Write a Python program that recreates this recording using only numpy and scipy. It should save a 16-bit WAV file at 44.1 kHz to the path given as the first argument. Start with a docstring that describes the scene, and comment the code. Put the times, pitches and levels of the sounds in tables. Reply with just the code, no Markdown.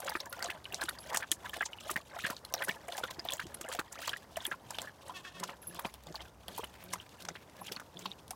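"""A dog laps broth outdoors, nearly three strokes a second: air pockets plop as chirping bubbles over crackling slaps,
droplets ping as tiny bubbles, the wet tongue smacks in bursts of crackle, the broth sloshes as countless bubbles,
gulps thump and air slurps upward in pitch. A collar tag tinkles as struck modes, the dog snuffles (shaped noise)
and grunts (overtones and breath) with the later strokes. A fowl rasps three times (pulses through resonances);
far traffic hums as shaped noise, an engine drone and a wavering tone."""
import sys
import numpy as np
from scipy import signal
from scipy.fft import rfft, irfft
from scipy.io import wavfile

SR = 44100
rng = np.random.default_rng(int(sys.argv[2]) if len(sys.argv) > 2 else 0)


def transcribe(signal):
    """Save signal, clipped to [-1, 1], as a 16-bit WAV file at the path in sys.argv[1]."""
    frames = np.atleast_2d(signal).T
    limited = np.clip(frames, -1, 1)
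    pcm = np.round(limited * 32767).astype(np.int16)
    wavfile.write(sys.argv[1], SR, pcm)


N = 368235


def from_db(db):
    """Decibels to gain."""
    return 10 ** (np.asarray(db) / 20)


def rms_one(x):
    """Scales a signal to rms 1."""
    return x / np.sqrt(np.mean(x ** 2) + 1e-20)


def noise():
    """White noise over the whole scene."""
    return rng.standard_normal(N)


def in_time(rows):
    """Columns joined by straight lines over every sample."""
    s, *columns = np.transpose(rows)
    return [np.interp(np.arange(N) / SR, s, column) for column in columns]


def drift(rate_hz):
    """Slow chance: noise twice through a one-pole low-pass, rms 1, made at SR / 40."""
    r = np.exp(-2 * np.pi * rate_hz * 40 / SR)
    white = rng.standard_normal(N // 40 + 2002)
    slow = signal.lfilter([1], [1, -2 * r, r * r], white)[2000:]  # settled part
    return np.interp(np.arange(N) / 40, np.arange(len(slow)), rms_one(slow))


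def coloured(x, spectrum):
    """Shapes a signal by a (frequency [Hz], level [dB]) spectrum, interpolated over log frequency."""
    hz = np.maximum(np.arange(len(x) // 2 + 1) * SR / len(x), 1)
    point_hz, point_db = np.array(spectrum).T
    gain = from_db(np.interp(np.log(hz), np.log(point_hz), point_db))
    return irfft(rfft(x) * gain, len(x))


def ring(clicks, hz, t60_s):
    """Two-pole resonator: a unit click starts a decaying sine of height 1."""
    r = from_db(-60 / (t60_s * SR))
    w = 2 * np.pi * hz / SR
    return signal.lfilter([0, np.sin(w)], [1, -2 * r * np.cos(w), r * r], clicks + 1e-18)


def resonate(x, modes):
    """Parallel (frequency [Hz], width [Hz], level [dB]) resonances with alternating signs; rms 1."""
    total = 0
    for k, (hz, width_hz, db) in enumerate(modes):
        total = total + (-1) ** k * from_db(db) * width_hz * ring(x, hz, 2.2 / width_hz)
    return rms_one(total)


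def add(out, s, sound):
    """Mixes a short sound in at time s."""
    i = round(s * SR)
    out[i:i + len(sound)] += sound[:N - i]


def calls(rows, fade_s):
    """Pitch and gain of (start s, length s, first Hz, last Hz, dB) calls: each glides, fades in, holds, fades out."""
    points = []
    for s, length_s, first_hz, last_hz, db in rows:
        end_s, gain = s + length_s, from_db(db)
        points += [(s, first_hz, 0), (s + fade_s, first_hz, gain),
                   (end_s - fade_s, last_hz, gain), (end_s, last_hz, 0)]
    return in_time(points)


def bubble(hz, t60_s, rise, onset_cycles, sign):
    """A pocket of air rings up fast, slides up in pitch and dies."""
    t = np.arange(SR // 10) / SR
    t60_s = np.clip(t60_s, .004, .14)
    shape = (1 - np.exp(-t * hz / onset_cycles)) * from_db(-60 * t / t60_s)
    return sign * shape / shape.max() * np.sin(2 * np.pi * hz * t * (1 + rise * t / t60_s))


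def cluster(out, s, db, hz, t60_s, chance, spread_s, detune_db, lesser_db):
    """A main bubble, followed by neighbours of nearby pitch, mostly smaller."""
    add(out, s, from_db(db) * bubble(hz, t60_s, .03, .7, np.sign(chance[0, 0])))
    for a, b, c in chance[1:]:
        near_hz = hz * from_db(detune_db * b)
        small = bubble(near_hz, t60_s / 2, .02 + .04 * abs(a), .7, np.sign(c))
        add(out, s + spread_s * abs(.8 + a), from_db(db + lesser_db + 2.5 * c) * small)


def ragged(events, spectrum):
    """One short uneven crackle per event, each with its own shade of the colour; rms 1."""
    size = (len(events), 2048)
    spikes_db = 7 * np.clip(rng.standard_normal(size), -3, 1.8)
    crackles = rng.standard_normal(size) * from_db(spikes_db)
    shades_db = rng.normal(0, 8.4, (len(events), len(spectrum)))
    shaded = []
    for crackle, shade_db in zip(crackles, shades_db):
        colour = [(hz, db + d) for (hz, db), d in zip(spectrum, shade_db)]
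        shaded.append(rms_one(coloured(crackle, colour)))
    return shaded


SPATTER_TAIL_S = 0.014   # time constant


def swell(peak_s):
    """Builds up to 1 at peak_s, then falls away along a bell with a weaker exponential tail."""
    t = np.arange(2048) / SR
    peak_s = np.clip(peak_s, .001, .012)
    u = t / peak_s
    bell = np.exp(-(1.14 * (u - 1)) ** 2)
    tail = np.exp((peak_s - t) / SPATTER_TAIL_S)
    return np.where(u < 1, u ** 1.34, 0.83 * bell + 0.17 * tail)


# far traffic and air: (time [s], level [dB])
FAR_LEVEL = [(0, -58), (3.4, -58.5), (5.7, -59.5), (7.0, -59.5), (8.35, -58.5)]
# its colour: (frequency [Hz], level [dB per Hz])
FAR_COLOUR = [(21, -42), (35, -1), (75, 10), (316, 3), (948, 1.5), (1260, -4.5), (2380, -15), (3410, -17.5),
              (5260, -16), (6130, -17), (7530, -20.5), (14600, -22.5), (15800, -27)]
# steadier hum that comes and goes: (time [s], level [dB])
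MOTOR_LEVEL = [(4.6, -90), (4.9, -71), (5.7, -75), (6.7, -61), (7.3, -72), (7.6, -90)]
MOTOR_HZ = 99.7
# far engine drone: (time [s], level [dB])
ENGINE_LEVEL = [(0, -77), (1.4, -64.5), (2.2, -76), (4.3, -71), (4.8, -87), (5.8, -61.5), (6.9, -67.5),
                (7.5, -87), (8.35, -94)]
# its resonance: (frequency [Hz], width [Hz], level [dB])
DRONE = [(64.8, 5.5, 0)]


def far_hum():
    """Slowly swelling coloured noise, a sine of drifting pitch and a narrow noise band as engine drone."""
    air_db = in_time(FAR_LEVEL)[0] + 0.5 * drift(0.16) + 1.53 * drift(5.0)
    air = from_db(air_db) * rms_one(coloured(noise(), FAR_COLOUR))
    motor_db = in_time(MOTOR_LEVEL)[0] + 2 * drift(3.6)
    motor_phase = 2 * np.pi * np.cumsum(MOTOR_HZ + drift(2.1)) / SR
    motor = from_db(motor_db) * np.sin(motor_phase)
    engine = from_db(in_time(ENGINE_LEVEL)[0]) * resonate(noise(), DRONE)
    return air + motor + engine


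# fowl rasps: (start [s], length [s], first pitch [Hz], level [dB])
RASPS = [(5.135, 0.065, 376, -48), (5.234, 0.075, 371, -49), (5.333, 0.078, 372, -52)]
# throat and bill resonances: (frequency [Hz], width [Hz], level [dB])
BILL = [(1120, 200, -0.5), (1820, 52, 3), (2650, 160, 3.5), (3340, 320, 1.5), (5340, 3000, -13)]
RASP_END_HZ, RASP_FADE_S = 358, .022   # pitch each rasp sags to; fade in and out
YARD_T60_S, YARD_DB = .2, -8


def fowl():
    """Slightly uneven pulses with breath noise, through resonances of throat and bill, smeared by the yard."""
    rows = [(s, length_s, first_hz, RASP_END_HZ, db) for s, length_s, first_hz, db in RASPS]
    hz, gain = calls(rows, RASP_FADE_S)
    turns = np.cumsum(hz * (1 + .008 * drift(60))) / SR
    pulses = rms_one(np.diff(np.floor(turns), prepend=0))  # one per turn
    source = pulses + .45 * noise()
    call = gain * from_db(1.5 * drift(40)) * resonate(source, BILL)
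    t = np.arange(SR // 3) / SR
    yard = rng.standard_normal(len(t)) * from_db(-60 * t / YARD_T60_S)
    echo = signal.fftconvolve(call, yard / np.linalg.norm(yard))[:N]
    return call + from_db(YARD_DB) * echo


# soft snuffles through the nose: (start [s], length [s], level [dB])
SNUFFLES = [(3.93, 0.051, -64), (5.85, 0.21, -68), (6.71, 0.18, -63.5), (6.969, 0.12, -67),
            (7.361, 0.08, -61.5), (7.517, 0.2, -67.5)]
# their colour: (frequency [Hz], level [dB per Hz])
NOSE = [(700, -3), (1300, -1), (2500, 2), (4000, -5), (9000, -14)]


def snuffles():
    """Soft, fluttering swells of air noise, coloured by the nose."""
    rows = [(s, length_s, 1, 1, db) for s, length_s, db in SNUFFLES]  # pitch unused
    _, gain = calls(rows, fade_s=.03)
    return gain * from_db(5.9 * drift(65)) * rms_one(coloured(noise(), NOSE))


# grunts: (start [s], length [s], last pitch [Hz], level [dB])
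GRUNTS = [(5.34, 0.15, 185.7, -54), (5.671, 0.12, 168.6, -55), (6.059, 0.075, 165.3, -53.5),
          (6.479, 0.1, 179.7, -58), (6.814, 0.17, 181.4, -55.5), (7.206, 0.129, 171.3, -56.5),
          (7.582, 0.17, 188.8, -57.5), (7.939, 0.18, 184.3, -53.5)]
GRUNT_START_HZ, GRUNT_FADE_S = 179.4, 0.02


def grunts():
    """A wavering, rough hum from the closed throat, with overtones and rumbling breath, fading in and out."""
    rows = [(s, length_s, GRUNT_START_HZ, last_hz, db) for s, length_s, last_hz, db in GRUNTS]
    hz, gain = calls(rows, GRUNT_FADE_S)
    phase = 2 * np.pi * np.cumsum(hz * (1 + .06 * drift(35))) / SR
    hum = np.sin(phase) + .4 * np.sin(2 * phase) + .3 * np.sin(3 * phase) + .2 * np.sin(4 * phase)
    breath = resonate(noise(), [(212, 87, -2), (371, 65, 4.0), (630, 50, 2.5)])
    return gain * from_db(3 * drift(30)) * (hum + .6 * breath)


# collar tag strikes: (time [s], t60 [s], then level [dB] of each of four mode groups, lowest first)
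TINKLES = [(0.2956, 0.041, -66, -41, -45, -59), (0.316, .05, -51, -70, -55, -58),
           (1.001, 0.18, -51, -47, -68, -61), (5.6175, 0.17, -62, -47.5, -54, -68),
           (5.67, 0.1, -35, -41, -42, -46), (5.8614, 0.22, -60, -70, -70, -62),
           (7.6104, 0.12, -72, -46, -52, -68)]
# mode groups, lowest first, each a list of: (frequency [Hz], level [dB])
TAG_MODES = [
    [(10840, -1), (10980, -5)],
    [(11200, -2)],
    [(12810, 0)],
    [(13440, -9), (13620, 0)],
]
TAG_ONSET_S = .001   # each strike's ring fades in over this time


def tag():
    """Each strike excites the mode groups with its own strengths; fur damps some strikes sooner."""
    out, click = np.zeros(N), np.eye(1, SR // 4)[0]
    onset = 1 - np.exp(-np.arange(SR // 4) / SR / TAG_ONSET_S)
    for s, t60_s, *levels_db in TINKLES:
        strike = np.zeros(len(click))
        for level_db, group in zip(levels_db, TAG_MODES):
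            for hz, db in group:
                strike += from_db(level_db + db) * ring(click, hz, t60_s)
        add(out, s, onset * strike)
    return out


def froth(per_s, range_hz, cycles, size_db, clump_db, tilt_db, count):
    """Countless small bubbles burst in clumps, at pitches spread over a range; rms 1."""
    sizes = from_db(size_db * np.minimum(rng.exponential(1, N), 3)) * rng.choice([-1, 1], N)
    born = rng.random(N) < per_s * from_db(clump_db * drift(30)) / SR
    dealt = rng.integers(0, count, N)  # pitch index of each bubble
    rings = np.zeros(N)
    for k, hz in enumerate(np.geomspace(*range_hz, count)):
        rings += from_db(tilt_db * k / count) * ring(sizes * born * (dealt == k), hz, cycles / hz)
    high_pass = signal.butter(2, 0.5 * range_hz[0], "high", fs=SR, output="sos")
    return rms_one(signal.sosfilt(high_pass, rings))


# tongue strokes: (full stir start [s], full stir length [s], slosh level [dB], spray level [dB])
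LAPS = [(0.07, 0.095, -40.5, -50.5), (0.42, 0.082, -41.5, -49.5), (0.82, 0.068, -44, -49.5),
        (1.13, 0.063, -43.5, -47.5), (1.53, 0.11, -49.5, -49.5), (1.88, 0.093, -43.5, -49.5),
        (2.206, 0.11, -45.5, -46.5), (2.60, 0.13, -45.5, -51), (2.95, 0.15, -49, -51),
        (3.30, 0.13, -45.5, -53), (3.70, 0.039, -43, -49.5), (4.02, 0.11, -47.5, -49),
        (4.45, 0.062, -49, -52), (4.75, 0.083, -50, -52.5), (5.10, 0.08, -51.5, -54.5),
        (5.40, 0.11, -54, -55.5), (5.722, 0.16, -51.5, -54), (6.13, 0.11, -49.5, -56.5),
        (6.57, 0.068, -54.5, -52), (6.90, 0.11, -55, -57), (7.22, 0.073, -58, -56.5),
        (7.67, 0.057, -51, -51), (8.00, 0.15, -60, -56.5)]


def stir(column, rise_db_per_s, fall_db_per_s):
    """Gain of the broth: every stroke rises, holds and falls; strokes add in power."""
    t, power = np.arange(0, N + 64, 64) / SR, 0
    for row in LAPS:
        start_s, length_s = row[:2]
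        early_s = np.maximum(start_s - t, 0)
        late_s = np.maximum(t - start_s - length_s, 0)
        power = power + from_db(row[column] - rise_db_per_s * early_s - fall_db_per_s * late_s) ** 2
    return np.interp(np.arange(N) / SR, t, np.sqrt(power))


# hollows of mouth and tray: (frequency [Hz], gain [dB])
MOUTH = [(500, -3.5), (720, -7.5), (1000, -2.5), (1300, -5.5), (1700, -0.5), (2300, -6.5), (3250, 0),
         (4200, -2.5), (9000, -3)]
SLOSH_HZ, SPRAY_HZ = (560, 2100), (2300, 15000)   # bubble pitch ranges
SLOSH_RISE_DB_PER_S, SLOSH_FALL_DB_PER_S = 71, 190   # stirred up slowly, settles fast
SPRAY_RISE_DB_PER_S, SPRAY_FALL_DB_PER_S = 104, 172
FIZZ_MEDIAN_DB, FIZZ_CLUMP_DB = -17.4, 8.5   # against the bubble spray; spread of its level


def broth():
    """Low slosh and high spray bubbles with clumpy noise fizz, stirred by each stroke, coloured by the hollows."""
    slosh = froth(550, SLOSH_HZ, cycles=41.4, size_db=6.5, clump_db=8.0, tilt_db=-1.0, count=14)
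    spray = froth(3600, SPRAY_HZ, cycles=44, size_db=8.0, clump_db=9.0, tilt_db=-1.5, count=24)
    fizz_gain = from_db(FIZZ_MEDIAN_DB + FIZZ_CLUMP_DB * drift(70))
    spray = spray + fizz_gain * rms_one(coloured(noise(), SMACK_COLOUR))
    stirred_slosh = slosh * stir(2, SLOSH_RISE_DB_PER_S, SLOSH_FALL_DB_PER_S)
    stirred_spray = spray * stir(3, SPRAY_RISE_DB_PER_S, SPRAY_FALL_DB_PER_S)
    return coloured(stirred_slosh + stirred_spray, MOUTH)


# mouthfuls swallowed: (time [s], peak level [dB], pitch [Hz])
GULPS = [(0.153, -34, 334), (0.487, -42.5, 353), (0.735, -42, 424), (0.839, -38.5, 318), (1.143, -46, 346),
         (1.315, -40, 306), (1.91, -38, 362), (2.684, -37, 397), (3.037, -32.5, 492), (3.184, -41, 330),
         (3.438, -43, 160), (3.455, -41, 328), (3.466, -43, 90), (3.61, -43.5, 324), (4.478, -41, 346),
         (5.847, -40, 400), (6.593, -33.5, 430)]


def gulps():
    """A dull, short cavity thump: a fast-starting bubble of rising pitch."""
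    out = np.zeros(N)
    for s, db, hz in GULPS:
        add(out, s, from_db(db) * bubble(hz, 0.049, 0.14, 0.1, 1.0))
    return out


# air squeezed along the tongue: (time [s], peak level [dB], first pitch [Hz], length [s])
SLURPS = [(2.188, -38, 1330, 0.022), (3.956, -47, 1250, 0.039), (4.02, -43.5, 1290, 0.041)]
SLURP_RISE = 2.3   # pitch gained by the end, as a multiple of the first


def slurps():
    """A shrinking pocket of air starts at once and sweeps up ever faster, stuttering as it fades."""
    out = np.zeros(N)
    for s, db, first_hz, length_s in SLURPS:
        u = np.arange(0, 1, 1 / (length_s * SR))
        phase = 2 * np.pi * np.cumsum(first_hz * (1 + SLURP_RISE * u ** 2)) / SR
        add(out, s, from_db(db) * (1 - u ** 2) * np.sin(phase))
    return out * from_db(5 * drift(90))


# droplets falling back: (time [s], main bubble peak level [dB], pitch [Hz])
DROPS = [(0.093, -31, 4820), (0.152, -30.5, 2370), (0.206, -30.5, 5300), (0.4256, -28.5, 4570),
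         (0.5023, -32, 2600), (0.6543, -32.5, 2930), (0.723, -34, 2760), (0.811, -33, 4100),
         (0.89, -27.5, 3660), (0.987, -37, 4730), (1.3161, -21, 3290), (1.4953, -35.5, 3100),
         (1.732, -32, 2940), (1.7855, -41.5, 2860), (2.251, -45, 2820), (2.4496, -38.5, 4080),
         (2.5395, -21, 5700), (2.58, -37, 3930), (2.922, -32.5, 3500), (3.038, -31, 3460),
         (3.195, -29, 4900), (3.2874, -22.5, 3460), (3.305, -33, 3420), (3.321, -28.5, 3330),
         (3.642, -40, 2820), (3.716, -38.5, 3100), (4.079, -29, 4340), (4.093, -27.5, 3170),
         (4.359, -37, 2990), (4.405, -37, 3440), (4.4531, -24.5, 3290), (4.746, -37, 3060),
         (4.786, -28, 3480), (5.848, -35, 3110), (6.0704, -44, 3500), (6.156, -28.5, 4500),
         (6.2058, -38, 3120), (6.482, -37.5, 3220), (6.642, -33.5, 2970), (6.936, -28, 5570),
         (7.0, -38.5, 3040), (7.287, -31.5, 6130), (7.682, -37, 3150), (7.7204, -30.5, 5300),
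         (7.763, -33, 4340), (7.9707, -38, 3440), (8.0573, -38.5, 3580), (8.116, -33, 3690),
         (8.307, -35, 5800)]


def drops():
    """Small droplets ring for a few dozen cycles and scatter."""
    out, chance = np.zeros(N), rng.standard_normal((len(DROPS), 4, 3))
    for (s, db, hz), row in zip(DROPS, chance):
        cluster(out, s, db, hz, 48 / hz, row, spread_s=.004, detune_db=1.2, lesser_db=-10)
    return out


# wet tongue and lips parting: (time [s], nominal peak level [dB], time to peak [s])
SMACKS = [(0.001, -30, .003), (0.044, -35.5, 0.0032), (0.065, -38, 0.0049), (.171, -40, 0.0016),
          (0.093, -26.5, 0.004), (0.102, -34, 0.0025), (0.163, -40, 0.0023), (0.201, -27, 0.0024),
          (0.256, -38, 0.0023), (0.3256, -30, 0.0024), (0.392, -34.5, 0.0015), (0.425, -26.5, 0.0014),
          (0.44, -27, 0.0038), (0.457, -31, 0.0023), (0.643, -34.5, 0.0014), (0.724, -33.5, 0.0028),
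          (0.7437, -21, 0.0012), (0.812, -27.5, 0.0034), (0.835, -27, 0.0026), (0.89, -26, 0.0034),
          (0.988, -39, 0.0019), (1.131, -33, 0.0013), (1.141, -28, 0.0061), (1.17, -16, 0.0025),
          (1.158, -26.5, 0.0037), (1.309, -37, 0.0009), (1.315, -12, 0.0017), (1.49, -37.5, 0.0042),
          (1.533, -38.5, 0.0079), (1.651, -28, 0.0072), (1.804, -43.5, 0.003), (1.901, -26.5, 0.0034),
          (1.909, -26, 0.0046), (1.972, -40, 0.0044), (2.158, -43, .002), (2.188, -35, 0.00093),
          (2.264, -26.5, 0.0024), (2.363, -37, 0.0038), (2.448, -33.5, 0.0021), (2.523, -33, 0.0028),
          (2.5386, -18, 0.00095), (2.636, -30.5, .003), (2.643, -29.5, 0.0048), (2.685, -33, 0.0058),
          (2.745, -44, 0.0047), (2.8797, -36, 0.0034), (2.922, -32, 0.0015), (2.967, -35, 0.0028),
          (2.976, -27, 0.0043), (2.99, -35, .004), (3.038, -38, 0.0014), (3.103, -32, 0.0061),
          (3.188, -39.5, 0.0054), (3.249, -32.5, 0.0022), (3.303, -35, 0.0038), (3.32, -30, 0.0026),
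          (3.3334, -18.5, 0.0018), (3.367, -37, 0.0021), (3.466, -39.5, 0.0028), (3.541, -31.5, 0.0048),
          (3.609, -30, 0.0045), (3.687, -33, 0.0016), (3.723, -29, 0.004), (3.735, -31, .002),
          (3.748, -30, 0.0023), (3.792, -37.5, 0.0057), (3.919, -35.5, 0.0074), (3.988, -36, 0.0017),
          (4.0173, -29, 0.00099), (4.071, -27, 0.005), (4.092, -26, 0.0016), (4.366, -29, 0.0039),
          (4.449, -30.5, 0.0029), (4.464, -23, 0.0023), (4.5111, -41, 0.0012), (4.7044, -32, 0.0028),
          (4.785, -23.5, 0.0013), (4.816, -30, 0.002), (5.08, -40, 0.0031), (5.4338, -28, 0.004),
          (5.447, -46, 0.0023), (5.745, -37, 0.002), (5.792, -27, 0.0033), (5.939, -35, 0.0018),
          (6.035, -44, 0.0021), (6.067, -39, 0.0027), (6.124, -41, 0.0015), (6.153, -37.5, 0.0041),
          (6.205, -48, 0.00079), (5.857, -45, .008), (6.4814, -30, 0.00057), (6.561, -42, 0.002),
          (6.578, -27, 0.001), (6.636, -41.5, 0.0079), (6.838, -33.5, 0.0018), (6.922, -36, 0.0093),
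          (6.9328, -23.5, 0.0028), (7.091, -41, 0.0015), (7.22, -37.5, 0.0029), (7.249, -33, 0.0027),
          (7.2846, -27.5, 0.0035), (7.496, -45, 0.0018), (7.666, -41, 0.0018), (7.682, -43, 0.0071),
          (7.721, -25.5, 0.0008), (7.798, -34.5, 0.00088), (7.991, -31.5, 0.0014), (8.0553, -25.5, 0.0039),
          (8.279, -42, 0.0014), (8.306, -26.5, 0.0026)]
# colour of smacks and of the broth's fizz: (frequency [Hz], level [dB per Hz])
SMACK_COLOUR = [(200, -19), (900, 3), (2000, -4.5), (4000, 1.5), (7000, 2), (11000, -1), (15500, -8.5)]
CRACKLE_CREST_DB = 6.5   # nominal peak over rms


def smacks():
    """A liquid film tears: uneven crackle that swells and dies within milliseconds."""
    out = np.zeros(N)
    for (s, db, peak_s), tear in zip(SMACKS, ragged(SMACKS, SMACK_COLOUR)):
        add(out, s, from_db(db - CRACKLE_CREST_DB) * swell(peak_s) * tear)
    return out


# air pockets closing under the tongue: (time [s], main bubble peak level [dB], pitch [Hz], t60 [s])
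PLOPS = [(0.078, -27.5, 1420, 0.01), (0.153, -25, 1300, 0.007), (0.325, -39.5, 1427, 0.11),
         (0.425, -32.5, 1560, 0.013), (0.445, -37, 694, 0.1), (0.499, -29.5, 1980, 0.016),
         (0.734, -36, 730, 0.024), (0.817, -29, 1646, 0.036), (0.885, -27.5, 1450, 0.017),
         (1.138, -38, 1950, 0.0083), (1.145, -25, 1880, 0.013), (1.16, -36, 1730, .02),
         (1.224, -31, 1670, .015), (1.234, -35.5, 1710, 0.032), (1.318, -34, 1800, 0.018),
         (1.445, -40.5, 980, 0.1), (1.457, -36, 1660, 0.029), (1.533, -35, 1736, 0.058),
         (1.565, -33, 696, 0.016), (1.608, -23, 1640, 0.03), (1.616, -36, 1600, 0.069),
         (1.66, -41, 880, 0.027), (1.895, -28.5, 1240, 0.016), (1.959, -24, 1820, 0.028),
         (2.146, -46, 1060, 0.048), (2.164, -36, 695, 0.037), (2.239, -31, 1820, 0.036),
         (2.249, -24.5, 1624, 0.032), (2.3, -27, 1340, 0.0077), (2.266, -30, 1730, 0.016),
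         (2.541, -31, 694, 0.016), (2.62, -27.5, 1793, 0.04), (2.682, -29.5, 1500, 0.019),
         (2.691, -24, 1770, 0.046), (2.883, -34, 690, 0.054), (2.95, -38.5, 1670, 0.025),
         (2.983, -34, 740, 0.019), (3.035, -29, 1433, 0.051), (3.252, -35, 680, 0.022),
         (3.395, -29.5, 1560, 0.026), (3.413, -35, 1590, 0.013), (3.643, -39.5, 633, 0.056),
         (3.686, -43, 514, 0.13), (3.717, -33.5, 1590, 0.012), (3.747, -36, 700, 0.038),
         (3.789, -24.5, 1240, 0.0059), (3.796, -28.5, 1320, 0.0084), (3.989, -42, 696, 0.038),
         (4.078, -27, 980, 0.0096), (4.132, -28, 1644, 0.044), (4.37, -32, 648, 0.034),
         (4.454, -38, 1750, 0.032), (4.514, -31.5, 1620, 0.051), (4.523, -32.5, 1355, 0.042),
         (4.705, -36.5, 930, 0.023), (4.803, -47.5, 698, 0.1), (4.873, -38, 1710, 0.039),
         (5.095, -36.5, 988, 0.058), (5.25, -41.5, 1670, 0.032), (5.43, -31, 984, 0.037),
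         (5.491, -32.5, 980, 0.0032), (5.789, -35, 930, 0.044), (5.849, -26.5, 870, 0.008),
         (6.145, -35, 890, 0.0053), (6.483, -38, 626, 0.011), (6.581, -32, 910, 0.029),
         (6.634, -34, 1000, 0.0035), (6.936, -34.5, 955, 0.032), (7.286, -39.5, 1450, 0.026),
         (7.354, -35, 1630, 0.0042), (7.614, -41, 800, 0.048), (7.714, -41, 410, 0.03),
         (7.766, -37.5, 1120, 0.0084), (7.798, -37, 1450, 0.014), (8.056, -31.5, 1053, 0.02),
         (8.308, -40, 748, 0.062)]
# broth slapped by the tongue: (frequency [Hz], level [dB per Hz])
SLAP_COLOUR = [(60, -15), (200, -0.5), (400, 0), (900, 4.5), (1800, 5.5), (3300, 0.5), (6000, -20)]
SLAP_UNDER_DB = 7.5   # slap rms before its swell, below the plop's peak


def plops():
    """Each pocket breaks into several bubbles, with the slap of broth under them."""
    out, chance = np.zeros(N), rng.standard_normal((len(PLOPS), 5, 3))
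    for (s, db, hz, t60_s), row, slap in zip(PLOPS, chance, ragged(PLOPS, SLAP_COLOUR)):
        cluster(out, s, db, hz, t60_s, row, spread_s=0.0093, detune_db=1.55, lesser_db=-8.0)
        add(out, s, from_db(db - SLAP_UNDER_DB) * swell(0.0043) * slap)
    return out


# tray wall reflections: (delay [s], level [dB])
ECHOES = [(.0058, -17.5)]


def with_tray_echo(mouth):
    """Adds delayed, weaker copies reflected by the tray wall."""
    near = mouth.copy()
    for s, db in ECHOES:
        add(near, s, from_db(db) * mouth)
    return near


def scene():
    """The mouth sounds with their short echo, over the background."""
    background = far_hum() + fowl() + snuffles() + grunts() + tag()
    mouth = broth() + gulps() + slurps() + drops() + smacks() + plops()
    return (background + with_tray_echo(mouth))[None]


TOP_STOP_HZ = 16400   # 60 dB down from here up


def record(dry):
    """The small microphone loses the deepest bass; the top is cut."""
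    thin = signal.sosfilt(signal.butter(3, 45, "high", fs=SR, output="sos"), dry)
    return signal.sosfilt(signal.cheby2(22, 60, TOP_STOP_HZ, fs=SR, output="sos"), thin)


dry = scene()
out = record(dry)
transcribe(out)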